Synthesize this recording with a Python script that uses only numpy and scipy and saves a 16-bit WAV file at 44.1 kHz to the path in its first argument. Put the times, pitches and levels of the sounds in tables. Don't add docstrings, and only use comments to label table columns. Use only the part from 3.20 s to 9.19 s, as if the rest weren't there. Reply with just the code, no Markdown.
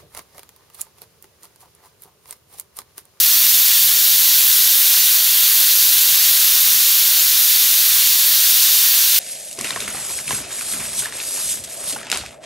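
import sys
import numpy as np
from scipy import signal
from scipy.fft import rfft, irfft, next_fast_len
from scipy.io import wavfile
from scipy.ndimage import uniform_filter1d, minimum_filter1d

SR = 44100
rng = np.random.default_rng(int(sys.argv[2]) if len(sys.argv) > 2 else 0)


def voltage_ratio(level):
    return 10 ** (np.asarray(level, float) / 20)


def inscribe(sig):
    pcm = np.round(np.clip(np.atleast_2d(sig).T, -1, 1) * 32767)
    wavfile.write(sys.argv[1], SR, pcm.astype(np.int16))


N = 264159


def rms_one(x):
    return x / np.sqrt(np.mean(x ** 2) + 1e-20)


def at_hz(points, hz):
    point_hz, value = np.transpose(points)
    return np.interp(np.log(hz), np.log(point_hz), value)


def drift(rate_hz):
    pole = np.exp(-80 * np.pi * rate_hz / SR)
    white = rng.standard_normal(N // 40 + 2002)
    slow = signal.lfilter([1], [1, -2 * pole, pole * pole], white)[2000:]
    return np.interp(np.arange(N) / 40, np.arange(len(slow)), rms_one(slow))


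def noise_spectrum():
    size = next_fast_len(N)
    return np.maximum(np.fft.rfftfreq(size, 1 / SR), 1), rfft(rng.standard_normal(size)), size


# time in seconds, hiss level in dB.
JET = [(0.0, -13.5), (0.12, -16.5), (0.35, -14.8), (0.5, -16), (0.64, -16.3), (0.75, -18.3), (0.89, -16.2),
       (1.08, -17), (1.27, -15), (1.45, -16.5), (1.87, -16.3), (2.07, -17.5), (2.25, -16.3), (3.0, -16),
       (3.6, -16.8), (5.25, -16.5), (5.4, -15.5), (5.99, -16.7)]


def steam_flow():
    time_s, level_db = np.transpose(JET)
    flow_db = np.interp(np.arange(N) / SR, time_s, level_db)
    return flow_db, flow_db - flow_db.mean()


def kitchen(size):
    t60_s, room_db = 0.12, -12
    t = np.arange(SR // 2) / SR
    tail = rng.standard_normal(len(t)) * voltage_ratio(-60 * t / t60_s) * (t > .006)
    return voltage_ratio(room_db) * rfft(tail / np.linalg.norm(tail), size)


def mains_hum():
    hum_hz, hum_db, waver_db = 99.3, -59.7, 0.74
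    sine = np.sqrt(2) * np.sin(2 * np.pi * hum_hz * np.arange(N) / SR)
    return voltage_ratio(hum_db + waver_db * drift(3.6)) * sine


# frequency in Hz, density in dB per Hz.
RUMBLE = [(13, -45), (22, -18), (48, -1), (70, -5), (92, -0.5), (125, -7), (182, -2.5), (247, -5.5),
          (416, -3), (453, -8), (700, -4), (910, -33), (1540, -120)]


def burner():
    rumble_db, flow_share = -52.5, 0.6
    f, white, size = noise_spectrum()
    skirt_db = -30 * np.abs(np.log2(np.clip(f, 22, 700) / f))
    rumble = rms_one(irfft(white * voltage_ratio(at_hz(RUMBLE, f) + skirt_db), size)[:N])
    _, swing_db = steam_flow()
    return rumble * voltage_ratio(rumble_db + flow_share * swing_db)


def wobbling_tone(hz, width_hz):
    pitch_hz = hz + 0.41 * width_hz * drift(15.8)
    return np.sqrt(2) * np.sin(2 * np.pi * np.cumsum(pitch_hz) / SR)


# frequency in Hz, width in Hz, resting level in dB.
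THRUM_MODES = [(133, 7.2, -69), (187.7, 28, -66), (349, 20, -69.5)]
# centre in seconds, length in seconds, level in dB.
SHUDDERS = [
    [(0.03, 0.064, -52), (0.24, .22, -50), (0.6, 1.3, -58), (0.66, .1, -49), (0.98, .13, -53),
     (1.15, .1, -60), (1.42, .1, -55)],
    [(0.16, .05, -53), (1.06, .06, -54), (1.4, .05, -51), (1.49, .05, -57), (1.79, .05, -55),
     (2.05, .05, -57), (2.65, .06, -58), (2.92, .06, -53), (3.52, 0.093, -56), (4.13, .05, -57),
     (4.78, .16, -54), (5.12, .05, -56), (5.37, .05, -58)],
    [(0.19, .05, -54), (0.77, .09, -49), (1.02, .06, -53), (1.4, .07, -47)],
]


def pot_thrum():
    waver_db, trim_db = 3.0, -2.2
    t = np.arange(N) / SR
    out = np.zeros(N)
    for (hz, width_hz, rest_db), shudders in zip(THRUM_MODES, SHUDDERS):
        rest = voltage_ratio(rest_db + waver_db * drift(5.0))
        swells = sum(voltage_ratio(db + trim_db) * np.exp(-(2 * (t - s) / length_s) ** 4)
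                     for s, length_s, db in shudders)
        out += (rest + swells) * wobbling_tone(hz, width_hz)
    return out


# time in seconds, peak level in dB.
TICKS = [
    (1.392, -36),
    (1.913, -31),
    (4.063, -34),
    (4.131, -32),
    (4.29, -38),
]


def ticks():
    cut_hz = 600
    time_s, peak_db = np.transpose(TICKS)
    clicks = np.full(N, 1e-18)
    clicks[(time_s * SR).astype(int)] = voltage_ratio(peak_db) * SR / (3 * cut_hz)
    return signal.sosfilt(signal.butter(2, [30, cut_hz], "band", fs=SR, output="sos"), clicks)


# frequency in Hz, density in dB per Hz.
JET_COLOUR = [(450, -35.5), (620, -23), (800, -24.5), (1080, -15.5), (1290, -16.5), (1480, -12),
              (2150, -11), (2800, -7.5), (3700, -2), (5000, -5), (6300, -3), (8000, -6.5), (11500, 1.5),
              (15700, 1)]
# frequency in Hz, width in Hz, gain in dB.
VENT = [(640, 110, 2), (900, 33, 1.5), (2790, 81, 3), (3090, 71, 3), (3500, 70, 2.5), (3620, 60, 2),
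        (3780, 60, 1.5), (4110, 220, 2.5), (4490, 145, 3.5), (4600, 73, 3), (4760, 80, 0.5), (5080, 100, 1),
        (5320, 100, 3.5), (5640, 120, 1.5), (6010, 440, 2), (6180, 80, -1.5), (6510, 120, 2),
        (7330, 150, 2.5), (7420, 120, -2), (10220, 900, 0.5), (10400, 620, -6.5), (13650, 450, -2.2)]
# delay in ms, level in dB.
ECHOES = [(.4, -26.5), (2.45, -22.5), (5.15, -35.5), (8.5, -28), (12.3, -28)]


def jet_spectrum():
    echo_fade_hz = 10000
    f, white, size = noise_spectrum()
    colour_db = at_hz(JET_COLOUR, f) - 30 * np.maximum(np.log2(450 / f), 0)
    for hz, width_hz, gain_db in VENT:
        colour_db = colour_db + gain_db / (1 + (2 * (f - hz) / width_hz) ** 2)
    phase_per_ms = -2j * np.pi * f / 1000
    echoes = sum(voltage_ratio(db) * np.exp(phase_per_ms * ms) for ms, db in ECHOES) + kitchen(size)
    return f, white * voltage_ratio(colour_db) * (1 + echoes / (1 + (f / echo_fade_hz) ** 2)), size


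def steam_jet(gust_db, patch_db, wander_db):
    bright_follows, low_follows = 1.1, 0.54
    bright_sag_db_per_s, low_rise_db_per_s = 0.26, 0.07
    flow_db, swing_db = steam_flow()
    t = np.arange(N) / SR
    bright_db = (bright_follows - 1) * swing_db - bright_sag_db_per_s * t
    low_db = (low_follows - 1) * swing_db + low_rise_db_per_s * t

    f, coloured, size = jet_spectrum()
    centres_hz = np.geomspace(600, 14500, 14)
    place = np.interp(np.log(f), np.log(centres_hz), np.arange(len(centres_hz)))
    gust = 0.25 * drift(6.0) + drift(40.0)
    out = np.zeros(N)
    for k, hz in enumerate(centres_hz):
        band = irfft(coloured * np.maximum(1 - np.abs(place - k), 0), size)[:N]
        share_db = np.zeros(1)
        if hz < 2500:
            share_db = low_db
        elif hz > 10500:
            share_db = bright_db
        eddies_db = gust_db * gust + patch_db * drift(8.1) + wander_db * drift(0.84)
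        out += band * voltage_ratio(share_db - share_db.mean() + eddies_db)
    reference = signal.sosfilt(signal.butter(4, [2500, 10000], "band", fs=SR, output="sos"), out)
    return voltage_ratio(flow_db) * out / np.std(reference)


def scene():
    stove = mains_hum() + burner() + pot_thrum()
    jet = steam_jet(gust_db=0.22, patch_db=0.48, wander_db=0.15)
    return np.tile(stove + ticks() + jet, (2, 1))


def limiter(x):
    gain = np.minimum(1, .96 / (np.abs(x) + 1e-9))
    return x * uniform_filter1d(uniform_filter1d(minimum_filter1d(gain, 129), 64), 64)


def steep_cut(x, cutoff_hz):
    size = next_fast_len(N)
    passed = np.fft.rfftfreq(size, 1 / SR) < cutoff_hz
    return irfft(rfft(x, size) * passed, size)[:, :N]


# time in seconds, low edge in Hz.
SWAPS = [(.141, 4200), (.141, 5800), (.303, 4500), (.303, 6290), (.559, 9650), (.559, 11720), (1.116, 8270),
         (1.488, 14470), (1.72, 8600), (1.72, 13100), (1.813, 5200), (1.813, 10340), (2.068, 13100),
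         (2.44, 14200), (2.997, 4500), (2.997, 6600), (2.997, 14470), (3.995, 5100), (4.158, 13100),
         (4.227, 4100), (4.227, 9650), (4.878, 14470), (5.04, 14200), (5.249, 5100), (5.272, 14470),
         (5.481, 9650), (5.76, 6290), (5.76, 12400)]


def noise_swaps(x):
    width_hz, frame_offset = 1380, 95
    out, n = x.copy(), np.arange(2048)
    fade = np.sin(np.pi * (n + .5) / 2048) / np.sqrt(512)
    noises = rng.standard_normal((len(SWAPS), 2, 1024))
    for (s, low_hz), noise in zip(SWAPS, noises):
        start = round(s * SR / 1024 - 1) * 1024 + frame_offset
        lines = np.arange(round(low_hz * 2048 / SR), round((low_hz + width_hz) * 2048 / SR))
        waves = fade * np.cos(np.pi / 1024 * np.outer(lines + .5, n + 512.5))
        band = x[:, start + n] @ waves.T
        new_band = np.clip(noise[:, lines], -1.8, 1.8) * np.std(band)
        out[:, start + n] += (new_band - band) @ waves
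    return out


def band_limit(x):
    return signal.sosfilt(signal.butter(12, 16270, fs=SR, output="sos"), x)


def record(dry):
    mix = noise_swaps(steep_cut(limiter(dry), cutoff_hz=15740))
    return band_limit(mix)


dry = scene()
out = record(dry)
inscribe(out)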